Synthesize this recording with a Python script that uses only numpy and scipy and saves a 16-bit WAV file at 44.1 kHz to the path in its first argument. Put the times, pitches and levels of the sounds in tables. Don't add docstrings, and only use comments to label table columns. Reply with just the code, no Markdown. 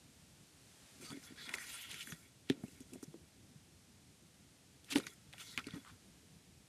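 import sys
import numpy as np
from scipy import signal
from scipy.fft import rfft, irfft, next_fast_len
from scipy.io import wavfile
from scipy.ndimage import uniform_filter1d

SR = 44100
rng = np.random.default_rng(int(sys.argv[2]) if len(sys.argv) > 2 else 0)


def convert_level_to_amplitude(level_db):
    exponent = np.asarray(level_db, float) / 20
    return 10 ** exponent


def generate_wav(signal):
    frames = np.transpose(np.atleast_2d(signal))
    scaled = np.clip(frames, -1, 1) * 32767
    pcm = np.round(scaled).astype(np.int16)
    wavfile.write(sys.argv[1], SR, pcm)


N = 294981

FLEX_HZ = 166
TICK_T60_S, TICK_RISE_S, TICK_CLICK = 0.019, 0.0011, 5.5
SNAP_T60_S, SNAP_RISE_S, SNAP_CLICK = 0.025, 0.000496, 5.5
CRACK_T60_S, CRACK_RISE_S, CRACK_CLICK = 0.009, 0.000403, 5.1


def evened(x):
    return x / np.sqrt(np.mean(x ** 2) + 1e-20)


def read(points, hz):
    f, value = np.transpose(points)
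    return np.interp(np.log(hz + 1), np.log(f + 1), value)


def add(mix, s, sound):
    part = mix[round(s * SR):][:len(sound)]
    part += sound[:len(part)]


def colour(x, points):
    size = next_fast_len(len(x))
    gain = convert_level_to_amplitude(read(points, np.fft.rfftfreq(size, 1 / SR)))
    return evened(irfft(rfft(x, size) * gain, size)[:len(x)])


def resonate(x, hz, width):
    turn = np.exp(2j * np.pi * np.cumsum(hz * np.ones(len(x))) / SR)
    r = np.exp(-np.pi * width / SR)
    return 2 * (turn * signal.lfilter([1 - r], [1, -r], x / turn + 1e-18)).real


def slips(count, lumpy_db, lump_s):
    lumps = evened(uniform_filter1d(rng.standard_normal(count), max(round(lump_s * SR), 2)))
    catches = 1 + 2.5 * (rng.random(count) < 500 / SR)
    return evened(rng.standard_normal(count) * convert_level_to_amplitude(lumpy_db * lumps) * catches)


def patchy(x, patchy_db):
    z = signal.stft(x, nperseg=256)[2]
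    patches = uniform_filter1d(rng.standard_normal(z.shape), 4, 0)
    patches = evened(uniform_filter1d(patches, 9, 1))
    return evened(signal.istft(z * convert_level_to_amplitude(patchy_db * patches), nperseg=256)[1][:len(x)])


def air():
    # frequency in Hz, level in dB per Hz
    air_spectrum = [(15, -53), (25, -14.5), (71, -1.5), (169, -2.5), (219, -5.5), (263, -6.5), (548, -18.5),
                    (694, -19), (1030, -24), (2250, -22), (2630, -22), (3900, -22), (8780, -23),
                    (13000, -31)]
    # time in seconds, lift in dB
    rustle = [(0, 4.5), (.55, 5), (.95, 8.5), (1.4, 6.5), (2.3, 3), (4.8, 3), (6.0, 4.5), (6.7, 2.5)]
    air_db, rumble_db = -66.5, 1.36
    frames, hz = N // 256 + 5, np.fft.rfftfreq(1024, 1 / SR)
    a, b = rng.standard_normal((frames, 513, 2)).T
    s, hiss_db = np.transpose(rustle)
    t = np.arange(frames) * 256 / SR
    lumps = evened(uniform_filter1d(rng.standard_normal(frames), 9))
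    low = (1 / (1 + (hz / 420) ** 4))[:, None]
    drift = low * (rumble_db + 2.7 * lumps) + (1 - low) * np.interp(t, s, hiss_db)
    plain = signal.istft(a + 1j * b, nperseg=1024, noverlap=768)[1][:N]
    steady = colour(plain, air_spectrum + [(16000, -57)])
    z = signal.stft(steady, nperseg=1024, noverlap=768)[2]
    drifting = signal.istft(z * convert_level_to_amplitude(drift[:, :z.shape[1]]), nperseg=1024, noverlap=768)[1][:N]
    return convert_level_to_amplitude(air_db) * drifting


def squeeze(s, length, db):
    push = slips(round(length * SR), lumpy_db=2.8, lump_s=0.015)
    panel = resonate(resonate(push, 210, 92), 330, 230)
    flex = resonate(resonate(push, FLEX_HZ, 60), FLEX_HZ, 130)
    return s, convert_level_to_amplitude(db) * evened(panel + 0.4 * flex) * np.hanning(len(push))


def squeezes(mix):
    # start in seconds, length in seconds, level in dB
    grips = [(1.0, .12, -61), (1.09, .07, -52), (1.13, .06, -62), (1.28, 0.076, -63), (1.38, 0.29, -61.5),
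             (1.9, .09, -62), (2.06, .12, -59), (2.5, 0.16, -53.5), (2.64, 0.23, -70), (2.88, .13, -56.5),
             (3.03, 0.22, -61), (4.89, .08, -63), (4.96, 0.084, -50.5), (5.0, .13, -60), (5.42, 0.066, -72),
             (5.665, 0.038, -56), (5.71, .1, -56.5)]
    for row in grips:
        add(mix, *squeeze(*row))


def thump(s, db, hz, t60, flex_db, panel):
    t = np.arange(round(0.25 * SR)) / SR
    ring = convert_level_to_amplitude(flex_db - 60 * t / 0.099) * np.sin(2 * np.pi * FLEX_HZ * t)
    for ratio, mode_db, share, side in panel:
        decay = convert_level_to_amplitude(mode_db - 60 * t / (t60 * share))
        ring = ring + np.sign(side) * decay * np.sin(2 * np.pi * hz * ratio * t)
    ring = -ring * (1 - np.exp(-t / 0.0027))
    return s + 0.002, convert_level_to_amplitude(db) * ring / abs(ring).max()


def thumps(mix):
    # time in seconds, peak in dB, pitch in Hz, t60 in seconds
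    middle_taps = [(0.997, -53, 261, 0.17), (1.101, -50, 178, 0.082), (1.141, -45.5, 277, 0.15),
                   (1.17, -42, 268, 0.044), (1.304, -48, 273, 0.064), (1.326, -53, 258, 0.06),
                   (1.537, -52, 387, 0.13), (2.679, -50.5, 270, 0.062), (2.918, -52, 261, 0.15),
                   (2.954, -41, 268, 0.055), (3.0275, -38.5, 282, 0.042), (3.554, -49.5, 147, 0.16),
                   (4.9513, -32, 285, 0.04), (4.9548, -21.5, 285, 0.1), (4.974, -41, 190, .045),
                   (4.981, -35, 348, 0.055), (4.996, -44, 330, .05), (5.6662, -38.5, 277, 0.064),
                   (5.734, -38, 176, 0.063), (5.755, -42.5, 278, 0.16), (5.772, -46, 270, 0.057),
                   (6.36, -57, 151, 0.067)]
    edge_taps = [
        (1.023, -51.5, 354, 0.062),
        (2.072, -52.5, 236, 0.061),
        (2.121, -42, 160, 0.09),
        (2.507, -36, 277, 0.12),
        (2.6375, -40, 265, 0.07),
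        (2.803, -45, 259, 0.089),
        (3.076, -46.5, 155, 0.14),
        (3.147, -50, 340, 0.07),
        (4.92, -41.5, 276, 0.27),
        (5.575, -43.5, 254, 0.093),
    ]
    # pitch ratio, level in dB, share of the t60, side of the node line (+1 or -1)
    middle_modes = [(1.0, 11, 0.64, 1), (1.3, -7.5, .9, 1), (1.53, -5.5, 0.86, -1), (1.93, -15.5, 1, 1),
                    (2.6, -29, 0.56, -1)]
    edge_modes = [(1.0, 11, 0.7, 1), (1.3, -12, .9, 1), (1.53, -8, 1.3, -1), (1.93, -16, 1.3, 1),
                  (2.33, -24, 1.1, -1)]
    for rows, flex_db, modes in ((middle_taps, -17, middle_modes), (edge_taps, -2.5, edge_modes)):
        for row in rows:
            add(mix, *thump(*row, flex_db, modes))


def knock(s, db, hz, contact):
    lag_s = 0.0005
    t = np.arange(0, contact, 1 / SR)
    swing = np.cos(2 * np.pi * hz * (t - contact / 2 - lag_s))
    return s, convert_level_to_amplitude(db) * swing * np.sin(np.pi * t / contact) ** 2


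def knocks(mix):
    # time in seconds, peak in dB, pitch in Hz, contact in seconds
    landings = [
        (2.4993, -19, 295, .008),
        (2.5064, -25.5, 275, .0085),
        (2.6356, -31.5, 225, .0095),
        (3.1405, -43, 330, .008),
        (1.3185, -45, 270, .011),
    ]
    for row in landings:
        add(mix, *knock(*row))


def tick(s, db, hz, treble_db, t60, rise, click):
    grit = rng.standard_normal(5000)
    t = np.arange(len(grit)) / SR - 0.005
    onset = np.exp(np.minimum(t - rise, 0) / rise)
    burst = grit * onset * convert_level_to_amplitude(-60 * np.maximum(t, 0) / t60)
    tail = grit * onset * convert_level_to_amplitude(-60 * np.maximum(t, 0) / 0.12)
    gritty = burst + convert_level_to_amplitude(-21) * tail
    struck = gritty + click * np.exp(-((t - rise) * SR) ** 2)
    width = min(350 + 0.15 / rise, 0.4 * hz)
    body = resonate(resonate(struck, hz, width), hz, 3.1 * width)
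    overtone = resonate(resonate(struck, 1.45 * hz, 1.1 * hz), 1.59 * hz, 1.5 * hz)
    body = body + convert_level_to_amplitude(-16) * overtone
    body = signal.sosfilt(signal.butter(3, 0.54 * hz, "highpass", fs=SR, output="sos"), body)
    treble = resonate(resonate(gritty, 9100, 2500), 9000, 4000)
    broad = resonate(resonate(resonate(gritty, 8000, 5500), 6900, 6000), 7000, 6000)
    treble = treble + convert_level_to_amplitude(-6) * broad
    sound = body / abs(body).max() + convert_level_to_amplitude(treble_db - 2.0) * treble / abs(treble).max()
    return s - 0.005, convert_level_to_amplitude(db) * sound


def ticks(touch):
    # time in seconds, peak in dB, ring in Hz, treble in dB
    edge_ticks = [(1.1033, -43.5, 3450, -5), (1.1677, -48.5, 2100, -20), (1.2281, -52, 1540, -2),
                  (1.4918, -31.5, 2120, -13), (1.5393, -27, 2200, -14), (1.9135, -41.5, 2940, 3),
                  (1.942, -36, 2110, -5), (2.0078, -35, 2950, -22), (2.0175, -38, 2930, -14),
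                  (2.028, -39, 2950, -18), (2.072, -40, 1650, -7), (2.1216, -35.5, 1640, -14),
                  (2.6632, -56, 2580, -3), (2.681, -54.5, 2580, -3), (2.9344, -48.5, 2600, 5.5),
                  (3.027, -54, 1380, 10), (4.9123, -40, 4800, -12), (4.9994, -40.5, 1290, -12),
                  (5.0675, -33.5, 2050, -16), (5.5928, -53, 1220, -21), (5.642, -42.5, 2616, -20),
                  (5.6841, -45, 1360, -22), (5.7435, -49, 3380, -25), (5.848, -49, 1320, -11),
                  (5.8755, -51, 1370, -8), (5.8999, -51.5, 1340, -3)]
    snaps = [
        (1.011, -55, 2120, 5),
        (1.5836, -35, 1900, -12),
        (2.956, -55, 680, -20),
        (3.029, -53, 760, -20),
        (2.6365, -48, 600, -20),
        (2.804, -60, 2600, 13),
        (3.141, -52, 560, -14),
        (5.328, -45, 2400, -3),
        (5.6683, -41, 4500, -5),
        (5.668, -46, 1900, -20),
    ]
    cracks = [(2.4988, -27, 3600, -27), (2.4993, -26.5, 1950, -30), (4.8447, -54, 3400, 3.5),
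              (4.9245, -36, 2500, 5), (4.9578, -22.5, 2150, -16), (4.967, -38, 4400, -2),
              (4.975, -36, 4000, 0.1), (4.9835, -32, 2000, 1.1), (5.335, -45, 3660, -28),
              (5.3352, -44, 1900, -28), (5.3815, -41, 2800, -14), (5.5762, -23.5, 2500, -11),
              (5.708, -41, 3380, -25)]
    flicks = [(1.5372, -40, 7600, -3), (1.5565, -46, 6800, -2), (1.6395, -42, 2110, -20),
              (1.699, -44, 4000, -8), (1.848, -45, 2270, -12), (1.9085, -43, 3440, -2),
              (2.5045, -40, 3500, -15), (4.8928, -48, 1900, -12), (4.9615, -40, 9200, -5),
              (5.034, -50, 3800, -6), (5.0668, -39, 6500, -2), (5.102, -55, 5000, -2),
              (5.1357, -53, 6620, -2), (5.595, -46, 5200, -6), (5.7254, -50, 2050, -15),
              (1.109, -49, 3450, -12), (1.126, -52, 8700, -3), (4.9285, -38, 2600, -6),
              (4.9175, -40, 3900, -3), (5.577, -33, 1350, -30), (4.9585, -29, 3200, -25),
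              (5.0705, -42, 1300, -25), (5.329, -49, 3900, -10), (5.3385, -48, 3500, -25),
              (4.979, -40, 4600, -10), (4.912, -44, 1400, -20), (4.923, -41, 1350, -20),
              (5.7575, -52, 6100, -4), (5.776, -52, 2400, -12), (1.058, -48, 4550, -20),
              (1.547, -42, 4500, -4), (2.125, -48, 6200, -10), (2.014, -46, 5200, -12),
              (5.686, -52, 3800, -15), (2.4992, -35, 5300, -20), (2.5, -38, 760, -40),
              (4.959, -35, 800, -40), (4.967, -39, 9000, -8), (4.9755, -40, 8800, -8)]
    for rows, *contact in ((edge_ticks, TICK_T60_S, TICK_RISE_S, TICK_CLICK),
                           (snaps, SNAP_T60_S, SNAP_RISE_S, SNAP_CLICK),
                           (cracks, CRACK_T60_S, CRACK_RISE_S, CRACK_CLICK),
                           (flicks, CRACK_T60_S, SNAP_RISE_S, TICK_CLICK)):
        for row in rows:
            add(touch, *tick(*row, *contact))


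def scuff(s, length, db, hz, width):
    rasp = slips(round(length * SR), lumpy_db=0.0, lump_s=0.0017)
    band = evened(resonate(resonate(rasp, hz, width), hz, 2.3 * width))
    return s, convert_level_to_amplitude(db) * band * signal.windows.tukey(len(rasp), 0.6)


def scuffs(touch):
    # start in seconds, length in seconds, level in dB, centre in Hz
    pad_brushes = [(1.096, 0.032, -56.5, 1180), (1.533, .029, -48.5, 7600), (1.889, 0.057, -51, 2960),
                   (2.931, .03, -64, 8400), (3.025, .023, -60, 9300), (4.876, .045, -60, 2300),
                   (4.899, 0.045, -44, 3500), (4.894, 0.051, -49.5, 8000), (4.944, .049, -47.5, 3800),
                   (4.952, .03, -44, 880), (5.334, .016, -60, 770), (5.385, .05, -55, 3000),
                   (5.848, .081, -66, 3200), (1.465, 0.14, -61, 860), (5.575, .024, -45.5, 2300),
                   (2.496, 0.039, -55, 2600), (5.063, .026, -54, 4100), (1.651, .14, -56, 2800),
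                   (1.02, .11, -61, 5600), (5.4, 0.16, -61, 5900), (1.228, .036, -59, 5300),
                   (5.724, 0.069, -62.5, 1200), (2.487, .013, -56, 3200), (2.65, .13, -70, 7500),
                   (2.84, .1, -72, 7500), (1.59, .07, -58, 9300), (1.6, .06, -58, 2000),
                   (1.7, .14, -60, 2200), (5.39, .035, -62, 8800), (1.24, .09, -70, 2000),
                   (4.99, .025, -54, 3200)]
    edge_brushes = [(1.364, .078, -58.5, 1660), (1.355, 0.14, -56.5, 3900), (2.0, 0.034, -51, 2830),
                    (4.915, .033, -46.5, 2430), (4.941, 0.043, -50.5, 9500), (5.577, 0.037, -51, 1240),
                    (5.842, 0.081, -62, 1250), (1.008, .082, -62.5, 2400), (1.75, .17, -56, 2900),
                    (1.93, 0.11, -54.5, 3000), (5.445, .12, -59, 4000), (2.8, 0.036, -67, 6500),
                    (3.024, .026, -59, 5800)]
    squeaks = [
        (1.03, .11, -59.5, 4550),
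        (1.045, .066, -64, 1260),
        (1.012, .065, -63, 8600),
        (1.012, .03, -66, 7500),
        (1.03, .05, -66, 6200),
        (1.11, .03, -63, 8700),
        (5.03, .015, -58, 3800),
        (5.032, .022, -64, 1370),
        (1.104, .036, -55, 293),
    ]
    for rows, share in ((pad_brushes, 0.58), (edge_brushes, 0.27), (squeaks, 0.045)):
        for s, length, db, hz in rows:
            add(touch, *scuff(s, length, db, hz, share * hz))


def shimmer(slide):
    gloss_t60_s, gloss_db = 0.045, -1.5
    t = np.arange(round(0.06 * SR)) / SR
    modes = rng.standard_normal(len(t)) * convert_level_to_amplitude(-60 * t / gloss_t60_s)
    rung = signal.oaconvolve(slide, modes / np.linalg.norm(modes))[:N]
    return (slide + convert_level_to_amplitude(gloss_db) * rung) / np.sqrt(1 + convert_level_to_amplitude(2 * gloss_db))


def stroke(rows):
    # frequency in Hz, level in dB per Hz
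    scrape_spectrum = [(290, -56), (500, -30), (1600, 3), (1910, 7.5), (2670, -14), (3020, -15),
                       (4350, 5.5), (6000, -1), (7800, -45), (13200, -120)]
    fizz_spectrum = [(3500, -33), (5500, -1.5), (8800, 4.5), (11000, 0.5), (13000, 0.5), (14500, -8),
                     (16000, -14)]
    # frequency in Hz, width in Hz, level in dB
    card_modes = [(1367, 33, -1.5), (2150, 190, 4), (2950, 120, -2), (3400, 92, 3.5), (4500, 83, -49),
                  (990, 40, -9), (2500, 64, -2.5), (3970, 90, -3)]
    fizz_slow_db, fizz_fast_db = -21.5, 8
    s, *columns = np.transpose(rows)
    t = np.arange(s[0], s[-1], 1 / SR)
    scrape_db, hz, speed = (np.interp(t, s, c) for c in columns)
    fizz_db = scrape_db + fizz_slow_db + (fizz_fast_db - fizz_slow_db) * speed
    drive = slips(len(t), lumpy_db=-3.0, lump_s=0.0021)
    card = np.zeros(len(t))
    for f, width, db in card_modes:
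        card += convert_level_to_amplitude(db) * evened(resonate(slips(len(t), lumpy_db=4.0, lump_s=0.045), f, width))
    contact = evened(resonate(resonate(drive, hz, 1340), hz, 1700))
    scrape = evened(colour(drive, scrape_spectrum) + contact + convert_level_to_amplitude(2.5) * evened(card))
    fizz = colour(0.28 * drive + 1.5 * slips(len(t), lumpy_db=1.5, lump_s=0.016), fizz_spectrum)
    sound = convert_level_to_amplitude(scrape_db) * patchy(scrape, patchy_db=3) + convert_level_to_amplitude(fizz_db) * patchy(fizz, patchy_db=3.5)
    fade = np.minimum(np.minimum(t - s[0], s[-1] - t) / 0.0025, 1)
    return s[0], sound * fade


def strokes():
    # time in seconds, pressure in dB, contact resonance in Hz, slide speed from 0 to 1
    first_strokes = [
        [(1.01, -64, 3270, .8), (1.048, -60, 3970, .68), (1.1, -63, 2950, .6), (1.14, -60, 3080, .72)],
        [(1.14, -62, 2370, .3), (1.228, -73, 1900, .93), (1.268, -62, 2260, 0.7), (1.324, -65.5, 2160, .05),
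         (1.355, -81, 2520, .8)],
        [(1.357, -67, 1900, 0.56), (1.431, -57, 3060, 0.5), (1.481, -53.5, 2240, 0.37), (1.549, -56, 2100, .52),
         (1.615, -54, 1950, 0.58), (1.695, -53.5, 3010, 0.71), (1.731, -54.5, 2600, .88),
         (1.887, -58, 2850, 0.6)],
        [(1.887, -57.5, 2850, 0.7), (1.949, -54.5, 2360, .48), (1.991, -57.5, 2920, .7),
         (2.057, -58.5, 2830, 0.76), (2.12, -57, 1710, .85), (2.155, -68, 1710, 0.7),
         (2.193, -71.5, 2360, 0.98), (2.3, -75, 2340, .6)],
    ]
    later_strokes = [
        [(2.47, -71, 2290, .3), (2.58, -74, 2250, .5), (2.648, -73, 2530, 0.87), (2.828, -71, 2510, 0.6),
         (2.87, -92, 3110, .85)],
        [(2.88, -80, 2480, .73), (2.94, -73, 2430, .73), (3.05, -78, 1720, .75), (3.2, -86, 3140, .7)],
        [(4.84, -79, 3080, .87), (4.953, -54, 2610, .28)],
        [(4.953, -45, 2490, .05), (4.998, -58, 2430, .47), (5.04, -61, 2150, .57), (5.14, -68.5, 2200, .82)],
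        [(5.32, -74, 2780, .7), (5.378, -62, 2640, .47)],
        [(5.378, -56, 2840, 0.47), (5.424, -58, 2860, .73), (5.46, -64, 3860, .6), (5.498, -63, 3930, .68),
         (5.575, -58.5, 3700, 0.57)],
        [(5.575, -51, 2450, .2), (5.636, -67.5, 2220, .37), (5.666, -59, 2200, .2), (5.702, -63, 2160, .17),
         (5.738, -58.5, 2110, .43), (5.838, -76.5, 1350, .83), (5.95, -73, 1500, .6)],
    ]
    slide = np.zeros(N)
    for rows in first_strokes + later_strokes:
        add(slide, *stroke(rows))
    return shimmer(slide)


def scene():
    mix, touch = air(), np.zeros(N)
    squeezes(mix)
    thumps(mix)
    knocks(mix)
    ticks(touch)
    scuffs(touch)
    touch = signal.sosfilt(signal.butter(8, 13700, fs=SR, output="sos"), touch)
    return (mix + strokes() + touch)[None]


def top_cut(x):
    return signal.sosfilt(signal.butter(12, 15690, fs=SR, output="sos"), x)


def record(dry):
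    mic_low_hz, mic_high_hz, edge_hz = 55.4, 14400, 15650
    mic = signal.butter(3, [mic_low_hz, mic_high_hz], "bandpass", fs=SR, output="sos")
    heard = signal.sosfilt(mic, dry)
    heard = signal.oaconvolve(heard, signal.firwin(255, edge_hz, fs=SR)[None], "same")
    return top_cut(heard)


dry = scene()
out = record(dry)
generate_wav(out)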